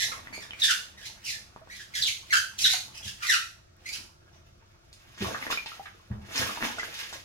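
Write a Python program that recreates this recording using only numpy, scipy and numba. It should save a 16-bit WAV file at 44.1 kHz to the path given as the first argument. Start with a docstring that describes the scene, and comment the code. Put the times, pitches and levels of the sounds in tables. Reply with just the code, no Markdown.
"""Squeaks come first: two wet rubber-soled shoes rub in a filled bathtub, stroke after stroke, by stick-slip.
Then the feet plunge several times: the tub booms as low-pitched noise, and water churns, sprays and drips.
Churning, spray and drips are decaying sines of rising pitch, as bubbles ring; slaps are short noise bursts.
Tub echoes and a small tiled bathroom ring around a close stereo microphone, over rumble, hiss and foam."""
import sys
import numpy as np
from scipy import signal
from scipy.fft import rfft, irfft, next_fast_len
from scipy.io import wavfile
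from scipy.ndimage import map_coordinates
from numba import njit

SR = 44100
rng = np.random.default_rng(int(sys.argv[2]) if len(sys.argv) > 2 else 0)


def master_out(mix):
    """Clip the mix to full scale and print it as 16-bit PCM to the path in sys.argv[1]."""
    frames = np.transpose(np.atleast_2d(mix))
    ceiling = np.clip(frames, -1, 1)
    pcm = np.round(ceiling * 32767).astype(np.int16)
    wavfile.write(sys.argv[1], SR, pcm)


N = 319284
T = np.arange(N) / SR  # time in seconds

# Slips of one sole on the other wet shoe, a few in each stroke of the feet.
# Each row: start in seconds, length in seconds, settled pitch in Hz, start relative to that pitch in
# semitones, level in dB before a common lift, roughness (0 is smooth, about 1 is harsh).
SQUEAKS = [ (-.025, 0.072, 1898, 1, -23.5, 0.82), (0.116, 0.021, 1016, 6.5, -31.5, 0.65),
           (0.324, 0.05, 2370, -2.5, -36.5, 0.38), (0.398, 0.037, 1750, 5, -40, 0.66),
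           (0.588, 0.029, 2120, 2.5, -34, 1.1), (.616, 0.038, 3470, 2.5, -17, 0.32),
           (0.619, 0.047, 1786, -1.5, -20.5, 1.03), (.679, 0.039, 1442, 4.5, -18.5, 0.68),
           (0.966, 0.098, 1715, 3.5, -45.5, 0.7), (1.04, 0.036, 2150, 4, -35.5, 1),
           (1.235, 0.039, 2615, 2.5, -34, 1.02), (1.257, 0.057, 2228, 4, -30, 0.82),
           (1.306, 0.052, 1730, 0.5, -39.5, 0.5), (1.696, 0.041, 2200, -6.5, -40, 0.23),
           (1.738, 0.038, 1690, 3.5, -42, 1.1), (1.79, 0.042, 1646, 1.5, -39, 0.75),
           (1.936, 0.06, 1644, 6, -26.5, 0.91), (2.014, 0.032, 3397, 9.5, -20.5, 0.88),
           (2.055, 0.022, 3335, -0.5, -20, 1.2), (2.078, 0.014, 2133, 5, -19.5, 0.76),
           (2.303, 0.031, 2140, -1.5, -27.5, 0.47), (2.325, .02, 1422, 4, -12, 0.38),
           (2.351, 0.026, 1495, .5, -16, 0.52), (2.575, 0.071, 2583, 7, -25, 1.21),
           (2.639, .03, 3800, 0, -14.5, 0.4), (2.642, 0.026, 1740, 3, -18, 0.88),
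           (2.686, .055, 2097, 4, -22.5, 1.1), (2.734, .014, 707, 7, -24, 1),
           (2.937, 0.049, 2800, -1, -39.5, 0.94), (3.026, 0.04, 3240, -0.5, -35.5, 1.23),
           (3.064, .028, 1710, 2.5, -32, 1.11), (3.204, 0.052, 1401, 2.5, -35, 0.51),
           (3.22, .036, 1190, 4, -28.5, 1.02), (3.258, 0.027, 1950, 3.5, -25, 0.8),
           (3.286, 0.027, 1841, 1.5, -16, 0.37), (3.307, 0.048, 1363, 4.5, -19, 0.59),
           (3.855, 0.048, 2496, -4.5, -33, 0.69), (3.92, 0.029, 2486, 1.5, -30.5, 1.13),
           (3.934, 0.033, 1465, 4.5, -36, 1.14), (4.32, 0.061, 5800, 0, -63, .4)]
# Stereo balance of the shoes. Each row: frequency in Hz, left minus right in dB.
SHOE_BALANCE = [(600, 11), (1300, -3), (2500, -0.5), (5000, -3.5), (8000, -2), (12000, -1.7)]
# A rough slip puts its energy in the overtones; a high one whistles almost purely.
SMOOTH_OVERTONE_DB, ROUGH_OVERTONE_DB = -5.5, 8
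WHISTLE_HZ, WHISTLE_DB_PER_OCTAVE = 2626, -47.5


def shoes(places=3):
    """Moving source: the contact travels during a slip, so the pattern of echoes changes with it."""
    out = np.zeros((2, N))
    for s, length, hz, glide, db, rough in SQUEAKS:
        overtone_db = SMOOTH_OVERTONE_DB + rough ** 2 * (ROUGH_OVERTONE_DB - SMOOTH_OVERTONE_DB)
        overtone_db += WHISTLE_DB_PER_OCTAVE * max(np.log2(hz / WHISTLE_HZ), 0)
        start_hz = hz * 2 ** (glide / 12)
        slip = squeak(length, start_hz, hz, overtone_db, rough)
        slip = slip / np.hypot(1, undb(overtone_db))
        # the contact passes a few places, each with its own echoes
        place = np.linspace(0, places - 1, len(slip))
        lag = rng.uniform(.00005, .0007)
        heard = 0
        for k in range(places):
            nearness = np.sqrt(np.maximum(1 - abs(place - k), 0))
            heard = heard + bathroom(slip * nearness, SHOE_BALANCE,
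                                     direct_db=-5.5, tub_db=-5.0, room_db=0.0, lag=lag)
        # the echoes spread the energy of the slip out in time
        same_energy = np.sqrt(np.sum(slip ** 2) / np.sum(heard ** 2))
        add(out, s, undb(db + 2.5) * heard * same_energy)
    return out


# How the shoe radiates the overtones. Each row: frequency in Hz, gain in dB.
SHOE_RADIATION = [(1300, 7), (1800, 10.5), (2500, 4.5), (3700, 0.5), (5000, 1), (6500, -1.5), (8000, -10.5),
                  (11000, -10), (13000, -18), (16000, -24.5)]
SWELL_SHARE = 0.085  # part of a slip that the grip takes to build up
EDGE_SWELL_S = 0.012  # a slip starts as a pure tone; its harsh edge grows with this time constant
CATCH_CHIRP, PITCH_JITTER = 0.261, 0.04086  # shares of the pitch: fall in a catch at roughness 1, and chance
SLIP_BLUR_RAD, TEAR_SHARE = 0.46, 0.8  # at roughness 1: timing scatter of slips, hiss added to the edge


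def squeak(length, start_hz, end_hz, overtone_db, rough):
    """Stick-slip friction: the pitch settles as the sole slides, and uneven slips smear the overtones."""
    t = np.arange(int(length * SR)) / SR
    hz = end_hz + (start_hz - end_hz) * np.exp(-3.5 * t / length)
    # the grip catches and lets go about every 14 ms, each time with a small falling chirp
    catch = (70 * t + .3 * walk(t, 60)) % 1
    hz = hz * (1 + rough * CATCH_CHIRP * (.5 - catch) + PITCH_JITTER * walk(t, 260))
    phase = 2 * np.pi * np.cumsum(hz) / SR
    # single slips come early or late, which blurs the high overtones most
    slips = phase + rough * SLIP_BLUR_RAD * walk(t, 1100)
    tone = unit(np.sin(phase + .3 * (slips - phase)))
    overtones = 0
    for k in range(2, 13):
        strength = k ** -.34 * undb(on_log(SHOE_RADIATION, k * hz))
        overtones = overtones + strength * (k * hz < SR * .45) * np.sin(k * slips)
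    # each slip also tears the water film with a tiny hiss
    tears = rng.standard_normal(len(t)) * (1 + np.cos(phase)) ** 2 * undb(6 * waver(t, 700))
    hiss = unit(colour(tears, SHOE_RADIATION))
    edge = unit(unit(overtones) + (.25 + TEAR_SHARE * rough) * hiss)
    # keep the edge above the pitch, with a slight lift of the top
    lowest = min(end_hz, 1600)
    edge = colour(edge, [(1.1 * lowest, -24), (1.6 * lowest, 0)])
    edge = colour(edge, [(300, 0), (6500, 0), (11000, 1)])
    edge = edge * unit(1 - np.exp(-t / EDGE_SWELL_S))
    rise = max(SWELL_SHARE * length, .001)
    grip = np.clip(t / rise, 0, 1) * np.clip((length - t) / 0.0062, 0, 1)
    flutter = unit(undb(5 * waver(t, 167.7)))
    slip = grip * flutter * (tone + undb(overtone_db) * edge)
    # nothing rings far below the pitch of the slip
    high_pass = signal.butter(4, 0.88 * min(start_hz, end_hz), "high", fs=SR, output="sos")
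    return signal.sosfilt(high_pass, slip)


# Colour of the creeping sole. Each row: frequency in Hz, gain in dB.
CREEP_COLOUR = [(1200, -2), (2000, 6), (5000, 0.5), (8000, -7.5), (12000, -14.5), (16000, -10)]
# The wet sole creeps before and after a slip: level beside a slip of -30 dB, and dB per dB of the slip.
CREEP_DB, CREEP_FOLLOW = -52, .4


def creep():
    """Friction noise: the water film between the shoes fizzes softly as they press towards each slip."""
    pressure = 0
    for s, length, _, _, db, _ in SQUEAKS:
        level = undb(CREEP_DB + CREEP_FOLLOW * (db + 30))
        pressure = pressure + level * surge(s + length / 2, rise=0.036, decay=0.016)
    uneven = rng.standard_normal(N) * undb(5 * waver(T, 300))
    fizz = unit(colour(uneven, CREEP_COLOUR))
    return bathroom(pressure * fizz, SHOE_BALANCE, direct_db=-3.5, tub_db=-6, room_db=-1.5, lag=0.00039)


# A foot or a returning wave heaves the water up. 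Each row: crest in seconds, churn level in dB and
# spray level in dB before the mix, rise and decay time constants in seconds.
SURGES = [(5.16, -62, -59.5, 0.15, 0.066), (5.22, -29.5, -36.5, 0.017, 0.11),
          (5.462, -35.5, -42, 0.057, 0.022), (5.508, -40, -31.5, 0.0074, 0.043),
          (5.67, -55, -49.5, 0.024, 0.21), (6.105, -54, -115, .004, 0.054), (6.38, -28.5, -30, 0.038, 0.12),
          (6.643, -33.5, -34.5, 0.037, 0.07), (6.789, -48, -44, 0.018, 0.19),
          (6.976, -49, -40, 0.038, 0.12), (7.132, -47, -45, 0.0097, 0.033)]
# Gentle lapping around the legs. Each row: time in seconds, level in dB before the mix.
LAPPING = [(0, -48.5), (.4, -54), (.9, -59.5), (1.3, -58.5), (1.6, -61), (2.3, -60.5), (3.0, -58),
           (3.7, -72), (3.98, -53), (4.15, -72), (4.4, -62.5), (4.85, -71), (5.0, -67.5), (7.24, -68.5)]
# Water slapping on water and shoes. Each row: start in seconds, level in dB, centre frequency in Hz.
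SLAPS = [(4.929, -45.5, 4940), (5.206, -38, 3000), (5.501, -33, 2260), (5.515, -26, 3270),
         (5.66, -31.5, 2980), (5.856, -34, 1570), (6.358, -33, 4640), (6.619, -29.5, 2020),
         (6.785, -35, 4000), (7.127, -39.5, 4860)]
# Colours of the big bubbles and of the fine droplets. Each row: frequency in Hz, gain in dB.
CHURN_COLOUR = [(150, -8.5), (230, 4), (400, 1.5), (700, 3), (1300, 4), (2200, -4.5), (4000, -11.5),
                (8000, -39)]
SPRAY_COLOUR = [(700, -9.5), (1600, 1.5), (3000, 4), (4500, -0.5), (6500, -2.5), (7800, -13.5),
                (11500, -9.5), (16000, -19)]
SPRAY_LINGER = 0.7  # decay time of the spray as a share of that of the churning


def water():
    """Bubble acoustics: surges churn clumps of big bubbles and throw droplets; slaps are short bursts."""
    heave = sum(undb(db) * surge(s, rise, decay) for s, db, _, rise, decay in SURGES)
    spray = sum(undb(db) * surge(s, rise, SPRAY_LINGER * decay) for s, _, db, rise, decay in SURGES)
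    lapping = swell(LAPPING)
    bubbles = swarm(low_hz=200, high_hz=4000, cycles=14, spread_db=4.8, count=3200)
    churn = unit(colour(bubbles, CHURN_COLOUR))
    droplets = unit(swarm(low_hz=700, high_hz=15000, cycles=5, spread_db=4.8, count=26000))
    # the churning swings from gulp to gulp
    gulps = unit(undb(6.5 * waver(T, 45)))
    out = churn * (undb(-3.5) * heave * gulps + undb(-0.5) * lapping)
    clumps = unit(undb(4 * waver(T, 70)))
    # even the lapping flicks up a little spray
    thrown = undb(2.5) * spray + undb(-6.0) * lapping
    out += unit(colour(droplets, SPRAY_COLOUR)) * thrown * clumps
    t = T[:SR // 4]
    for s, db, hz in SLAPS:
        band = signal.butter(2, [hz / 1.7, hz * 1.7], "band", fs=SR)
        splash = np.roll(droplets, -int(s * SR))[:len(t)] + rng.standard_normal(len(t))
        burst = unit(signal.lfilter(*band, splash))
        add(out, s, undb(db) * burst * np.exp(-t / 0.0069))
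    return out


def surge(crest, rise, decay):
    """Exponential envelope: the gain grows up to its crest, then dies away."""
    return np.exp(-np.maximum((crest - T) / rise, (T - crest) / decay))


def swarm(low_hz, high_hz, cycles, spread_db, count):
    """Random superposition: a steady stream of bubbles of all sizes, most faint and a few strong."""
    when, size, strength, life = rng.random((count, 4)).T
    hz = low_hz * (high_hz / low_hz) ** size
    gain = undb(-spread_db * np.log(strength * .98 + .02)) * hz
    return ring(np.column_stack([when * N / SR, hz, gain, cycles * (.5 + life)]), 0.21)


@njit
def ring(rows, rise):
    """Bubble resonance: sines die by 50 dB over their cycles while the pitch rises by a share of itself."""
    out = np.zeros(N)
    for s, hz, size, cycles in rows:
        start = int(s * SR)
        n = int(cycles * SR / hz) + 2
        phase = 0.
        for i in range(min(n, N - start)):
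            phase += 2 * np.pi * hz * (1 + rise * i / n) / SR
            out[start + i] += size * np.exp(-5.75 * i / n) * np.sin(phase)
    return out


# Single bubbles and drops. Each row: start in seconds, starting pitch in Hz, peak level in dB before
# the room, duration in cycles of the starting pitch.
BUBBLES = [ (.193, 1110, -34.5, 6.5), (.272, 1890, -29.5, 18), (0.379, 564, -28, 2.8),
           (0.508, 2940, -26, 25), (0.534, 2250, -29, 26), (1.562, 960, -29, 4.5), (1.615, 642, -48.5, 88),
           (1.674, 920, -32.5, 2), (4.929, 4550, -36.5, 18), (5.222, 362, -28, 22), (5.246, 1060, -25, 12),
           (5.426, 2050, -23, 25), (5.467, 1790, -22.5, 20), (5.503, 1030, -22, 14),
           (5.527, 1340, -18.5, 14), (5.574, 2340, -21.5, 63), (5.66, 865, -36, 23), (5.718, 1280, -35, 55),
           (5.796, 767, -33.5, 47), (6.379, 5270, -15.5, 34), (6.574, 905, -26.5, 14),
           (6.619, 224.3, -35.5, 37), (6.626, 1780, -12, 3.8), (6.651, 900, -21.5, 7.7),
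           (6.784, 1420, -26.5, 39), (6.797, 1980, -23.5, 76), (6.832, 1560, -22.5, 23),
           (7.128, 980, -29.5, 7.1), (7.156, 560, -43.5, 34)]


def drops():
    """Bubble resonance: single bubbles ring out of the wash."""
    s, hz, db, cycles = np.transpose(BUBBLES)
    return ring(np.column_stack([s, hz, undb(db), cycles]), 0.21)


# Low thumps: legs stir the water during the strokes, later the feet plunge and the tub booms.
# Each row: start in seconds, level in dB, decay time constant in seconds.
THUMPS = [(2, -48, 0.062), (2.603, -53, 0.14), (3.049, -44, 0.047), (5.204, -28, 0.052),
          (6.1, -33.5, 0.091), (6.388, -34, 0.054), (6.621, -58, 0.16)]
# Low tones of the water and tub. Each row: frequency in Hz, gain in dB.
BOOM = [(25, -10), (45, -28.5), (70, 0), (100, -2), (128, 2), (165, -18.5), (205, 1.5), (250, -29.5),
        (330, -22.5), (500, -28), (1100, -29.5), (2500, -65.5)]


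def thumps():
    """Low-frequency resonance: stirring legs and plunging feet shake water and tub; lapping does so faintly."""
    out = undb(-5.5) * diffuse(BOOM, N) * swell(LAPPING)
    t = T[:SR // 2]
    for s, db, decay in THUMPS:
        envelope = np.minimum(t / 0.013, 1) * np.exp(-t / decay)
        add(out, s, undb(db) * diffuse(BOOM, len(t)) * envelope)
    return out


# Spectrum of the house rumble and hiss. Each row: frequency in Hz, gain in dB.
FLOOR = [(12, -52), (20, -3.5), (96, 5.5), (216, -11), (277, -20.5), (357, -5), (422, -21), (678, -14),
         (949, -34.5), (1330, -15), (1860, -31), (5850, -26.5), (9140, -41.5), (14700, -48), (16000, -42.5)]


def background():
    """Diffuse field: low house rumble under a wide faint hiss, with the crackle of foam."""
    sides = [unit(swarm(low_hz=2000, high_hz=12000, cycles=4, spread_db=6, count=2500)) for _ in range(2)]
    foam = np.array(sides)
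    return undb(-59.5) * diffuse(FLOOR, N) + undb(-81) * foam


def diffuse(points, size):
    """Interchannel coherence: stereo noise of mid rms 1, with a side part that varies over frequency."""
    mid, side = colour(rng.standard_normal((2, size)), points)
    side = colour(side, [(25, -7), (60, -9), (140, -19.5), (230, -9.5), (500, 4)])
    return (mid + np.array([[1], [-1]]) * side) / np.std(mid)


def bathroom(x, balance, direct_db, tub_db, room_db, lag):
    """Room impulse response: direct sound, a cluster of hard tub-wall echoes, then the tiled room."""
    t = T[:24000]
    noise = rng.standard_normal((2, len(t)))
    low = signal.lfilter(*signal.butter(1, 4000, fs=SR), noise)
    # 60 dB decay times in seconds: 0.3 for the lows, 0.41 for the highs
    tail = low * 1000 ** (-t / 0.3) + (noise - low) * 1000 ** (-t / 0.41)
    tail = tail * np.clip(t / 0.011, 0, 1)
    sparse = rng.standard_normal(noise.shape) * (rng.random(noise.shape) < .02)
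    echoes = sparse * (t > .002) * np.exp(-t / .014)
    response = (undb(room_db) * unit(tail) + undb(tub_db) * unit(echoes)) / np.sqrt(len(t))
    # the direct sound reaches the right side lag seconds later
    response[0, 0] += undb(direct_db)
    response[1, int(lag * SR)] += undb(direct_db)
    heard = signal.fftconvolve(x[None], response, axes=1)
    size = next_fast_len(heard.shape[1])
    difference_db = on_log(balance, np.fft.rfftfreq(size, 1 / SR))
    lean = undb(np.array([[.5], [-.5]]) * difference_db)
    return irfft(rfft(heard, size) * lean, size)[:, :N]


def undb(db):
    """Level definition: decibels to amplitude gain."""
    return 10 ** (np.asarray(db) / 20)


def unit(x):
    """Effective value: scale to rms 1."""
    return x / np.sqrt(np.mean(x ** 2) + 1e-18)


def add(track, s, x):
    """Superposition: mix x into the track at time s, dropping what falls outside."""
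    i = int(s * SR)
    x = x[..., max(-i, 0):]
    i = max(i, 0)
    track[..., i:i + x.shape[-1]] += x[..., :N - i]


def on_log(points, hz):
    """Logarithmic interpolation: read (Hz, value) points on a log-frequency axis."""
    f, value = np.transpose(points)
    return np.interp(np.log(hz + 1), np.log(f), value)


def colour(x, points):
    """Spectral shaping: filter by (Hz, dB) points, falling away under the first."""
    hz = np.fft.rfftfreq(x.shape[-1], 1 / SR)
    gain = undb(on_log(points, hz)) * np.minimum(hz / points[0][0], 1) ** 2
    return irfft(rfft(x) * gain, x.shape[-1])


def swell(curve):
    """Level envelope: gain of an (s, dB) curve, practically silent outside it."""
    s, db = np.transpose(curve)
    return undb(np.interp(T, s, db, left=-120, right=-120))


def walk(t, rate):
    """Band-limited randomness: smooth chance with spread near 1, changing rate times a second."""
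    return map_coordinates(rng.standard_normal(4096), [t * rate], order=3, mode="wrap")


def waver(t, rate):
    """Saturation: smooth chance that stays within -1 and 1."""
    return np.tanh(walk(t, rate))


# Stereo balance of the water and drops. Each row: frequency in Hz, left minus right in dB.
WATER_BALANCE = [(200, 1.5), (700, -0.1), (2000, -.5), (12000, -2.6)]


def scene():
    """Direct-to-reverberant ratio: shoes at the far end of the tub, water all around, drops close by."""
    wash = bathroom(water(), WATER_BALANCE, direct_db=-5, tub_db=-3, room_db=-3, lag=.00014)
    drips = bathroom(drops(), WATER_BALANCE, direct_db=1, tub_db=-4, room_db=-3, lag=.0002)
    return shoes() + creep() + wash + drips + thumps() + background()


def record(dry):
    """Band limiting: a steep elliptic low-pass removes everything above 15.9 kHz."""
    low_pass = signal.ellip(10, .2, 80, 15900, fs=SR, output="sos")
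    return signal.sosfilt(low_pass, dry)


dry = scene()
out = record(dry)
master_out(out)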